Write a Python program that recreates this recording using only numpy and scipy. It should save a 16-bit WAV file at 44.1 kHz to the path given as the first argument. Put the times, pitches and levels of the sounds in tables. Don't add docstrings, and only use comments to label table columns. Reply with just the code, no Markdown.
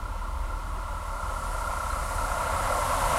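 import sys
import numpy as np
from scipy import signal
from scipy.fft import rfft, irfft, next_fast_len
from scipy.io import wavfile
from scipy.ndimage import uniform_filter1d

SR = 44100
rng = np.random.default_rng(int(sys.argv[2]) if len(sys.argv) > 2 else 0)


def persist_wave(psi):
    counts = np.round(np.clip(psi, -1, 1) * 32767).astype(np.int16)
    wavfile.write(sys.argv[1], SR, np.atleast_2d(counts).T)


def boost(x):
    u = np.asarray(x, float) / 20
    return 10 ** u


N = 140238


def rms_one(x):
    return x / np.sqrt(np.mean(x ** 2) + 1e-20)


def in_time(rows):
    times, values = np.transpose(rows)
    return np.interp(np.arange(N) / SR, times, values)


def swing_of(db):
    return db - db.mean()


def drift(rate_hz):
    step = 40
    r = np.exp(-2 * np.pi * rate_hz * step / SR)
    raw = rng.standard_normal(N // step + 2002)
    slow = signal.lfilter([1], [1, -2 * r, r * r], raw)[2000:]
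    return np.interp(np.arange(N) / step, np.arange(len(slow)), rms_one(slow - slow.mean()))


def band(low_hz, high_hz, order):
    sos = signal.butter(order, [low_hz, high_hz], "band", fs=SR, output="sos")
    noise = rng.standard_normal(N + SR // 4)
    return rms_one(signal.sosfilt(sos, noise)[-N:])


def ring(hz, width_hz):
    return band(hz - width_hz / 2, hz + width_hz / 2, order=1)


def coloured(spectrum, patchy_db, rate_hz=6.0):
    hz, db = np.transpose(spectrum)
    knots = np.log(hz)
    size = next_fast_len(N)
    at = np.log(np.arange(size // 2 + 1) * SR / size + 1e-9)
    beyond = np.maximum(knots[0] - at, 0) + np.maximum(at - knots[-1], 0)
    gain = boost(np.interp(at, knots, db) - 40 * beyond)
    shaped = rfft(rng.standard_normal(size)) * gain
    centres = np.linspace(knots[0], knots[-1], 8)
    shared = drift(8)
    total = 0
    for one in np.eye(8):
        part = irfft(shaped * np.interp(at, centres, one), size)[:N]
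        total = total + part * boost(patchy_db * (0.56 * shared + drift(rate_hz)))
    return rms_one(total)


# t/s, level/dB
NEARNESS = [
    (0, -42.5),
    (.5, -41.5),
    (1, -40.5),
    (1.5, -37),
    (2, -36),
    (2.4, -32.5),
    (2.8, -30.5),
    (3, -30),
    (3.12, -28.5),
    (3.18, -28.5),
]


def nearness():
    return in_time(NEARNESS)


# f/Hz, level/dB (per Hz)
ROAR = [(90, 3.5), (250, -13), (380, -15), (700, -7), (1500, -7.5), (2100, -13), (2900, -16), (3700, -23.5)]
# low f/Hz, high f/Hz, level/dB (over nearness), share of its swing
PASS_BANDS = [(507, 659, -8.5, 1.22), (648, 746, -11, 1.44), (782, 860, -15.5, 1.05),
              (861, 1010, -4.5, 0.91), (1002, 1154, -4, 0.91), (1206, 1290, -10.5, 0.89),
              (1938, 2170, -19.5, 1.12)]
# f/Hz, width f/Hz, level/dB (over nearness), share of its swing
WHEEL_RINGS = [(587, 30, -15, 1.1), (937, 25, -13, 1.45), (1010, 50, -15, 1.75), (1128, 30, -14, 1.0),
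               (1598, 10, -25, .9), (1535, 40, -25, 1.4), (266, 20, -24, 1.5), (2965, 90, -28, 1.1),
               (2050, 40, -23, 1.0)]


def track(near_db):
    mean, swing = near_db.mean(), swing_of(near_db)
    shared = drift(36)
    roar = boost(mean - 7.5 + 1.38 * swing) * coloured(ROAR, patchy_db=1.4)
    body = boost(mean - 23 + 1.4 * swing) * band(90, 120, order=2)
    out = roar + body
    for low_hz, high_hz, db, share in PASS_BANDS:
        level = mean + db + share * swing + 0.7 * shared + 0.5 * drift(3)
        out = out + boost(level) * band(low_hz, high_hz, order=4)
    for hz, width_hz, db, share in WHEEL_RINGS:
        level = mean + db + share * swing + drift(3.5)
        out = out + boost(level) * ring(hz, width_hz)
    return out


# t/s, level/dB
RAIL_WAVES = [(0, -47), (.4, -46), (.8, -44), (1.2, -41.5), (1.5, -39), (1.9, -37.5), (2.07, -40.5),
              (2.22, -36), (2.45, -38), (2.6, -36), (2.9, -36.5), (3.18, -36.5)]


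def rail_song():
    sleeper_hz, first_sleeper_s = 31.5, .0292
    depth, sharpness, evenness = .64, 1.3, .28
    turn = 2 * np.pi * sleeper_hz * (np.arange(N) / SR - first_sleeper_s)
    throb = (1 + depth * np.cos(turn)) ** sharpness
    waves = band(1302, 1412, order=5)
    power = uniform_filter1d(waves ** 2, size=SR // 30)
    waves = waves / (power + .05) ** evenness
    patchy = boost(1.0 * drift(18))
    return boost(in_time(RAIL_WAVES) + 1) * rms_one(throb * waves * patchy)


# f/Hz, level/dB (per Hz)
RUMBLE = [(12, -39), (24, 1.5), (48, -0.5), (63, -5), (85, -5), (110, -18), (170, -19.5), (400, -27.5)]


def ground_rumble(near_db):
    return boost(-38 + 0.1 * swing_of(near_db)) * coloured(RUMBLE, patchy_db=2)


# t/s, length t/s, level/dB
BOOMS = [
    (0.38, 0.081, -37),
    (1.975, 0.24, -41),
    (2.54, 0.12, -51),
]


def boom():
    centre_hz, width_hz, rest_db = 63.5, 3, -47
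    t = np.arange(N) / SR
    swell = boost(rest_db)
    for start_s, length_s, db in BOOMS:
        swell = swell + boost(db) * np.exp(-((t - start_s) / length_s) ** 2)
    hz = centre_hz + width_hz * drift(2.7) / 2
    return np.sqrt(2) * swell * np.sin(2 * np.pi * np.cumsum(hz) / SR)


# f/Hz, level/dB (per Hz)
AIR = [(200, -1.5), (1500, -13), (2500, -11.5), (4000, -12.5), (6000, -16.5), (10200, -17), (10900, -20),
       (16000, -28)]


def still_air():
    return boost(-52.5) * coloured(AIR, patchy_db=0.5)


# multiple of the firing rate, level/dB
UPPER_ORDERS = [(3, -61), (5, -60), (8, -66)]


def engine():
    firing_hz, first_tick_s, pipe_lag_s, tick_s = 38.95, .0063, .008, .0035
    cycles = firing_hz * (np.arange(N) / SR - first_tick_s) + 1
    turn = 2 * np.pi * (cycles - firing_hz * pipe_lag_s) + 0.05 * drift(0.54)
    hum = boost(-35.5 + .8 * drift(7.1)) * np.cos(turn)
    hum = hum - boost(-43.5 + drift(6)) * np.sin(2 * turn)
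    for multiple, db in UPPER_ORDERS:
        hum = hum + boost(db + 2 * drift(1.1)) * np.sin(multiple * turn)

    firing = np.round(cycles).astype(int)
    weak_db = -4 * (firing % 2 == 0)
    spread_db = 3 * rng.standard_normal(N)[firing]
    pulse = np.exp(-((cycles - firing) / firing_hz / tick_s) ** 2)
    clatter = band(13300, 16500, order=2) + boost(-1) * ring(14200, 300)
    ticks = boost(-72 + weak_db + spread_db) * pulse * clatter

    whirr = boost(-71 + drift(20)) * ring(12980, 330)
    return np.sqrt(2) * hum + ticks + whirr


# f/Hz, level/dB (per Hz)
HISS = [(2500, -38), (3700, -5), (6000, -5.5), (7900, -2), (10200, -1.5), (11300, -9), (13500, -28),
        (16000, -21)]
# t/s, level/dB
WIRE = [
    (0, -64),
    (.5, -61),
    (.85, -59.5),
    (1.2, -54),
    (1.55, -49),
    (1.8, -48.5),
    (2.15, -45.5),
    (2.45, -45.5),
    (2.75, -42.5),
    (3.18, -40),
]


def collector():
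    db = in_time(WIRE)
    hiss = boost(db + 2.0) * coloured(HISS, patchy_db=0.5, rate_hz=36.0)
    sheen = boost(db.mean() - 9.5 + 1.26 * swing_of(db)) * band(10400, 12600, order=2)
    return hiss + sheen


def bird():
    start_s, length_s, pitch_hz, fall_hz = 1.9, .055, 4130, 70
    u = np.clip((np.arange(N) / SR - start_s) / length_s, 0, 1)
    swell = np.sin(np.pi * u ** 0.59)
    return boost(-51) * swell * np.sin(2 * np.pi * np.cumsum(pitch_hz - fall_hz * u) / SR)


def scene():
    near_db = nearness()
    train = track(near_db) + rail_song() + collector()
    ground = ground_rumble(near_db) + boom()
    mono = train + ground + still_air() + engine() + bird()
    return np.stack([mono, mono])


def roll_off(x):
    return signal.sosfilt(signal.butter(12, 15750, fs=SR, output="sos"), x)


def record(dry):
    headroom = .4
    mix = headroom * np.tanh(dry / headroom)
    return roll_off(mix)


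dry = scene()
out = record(dry)
persist_wave(out)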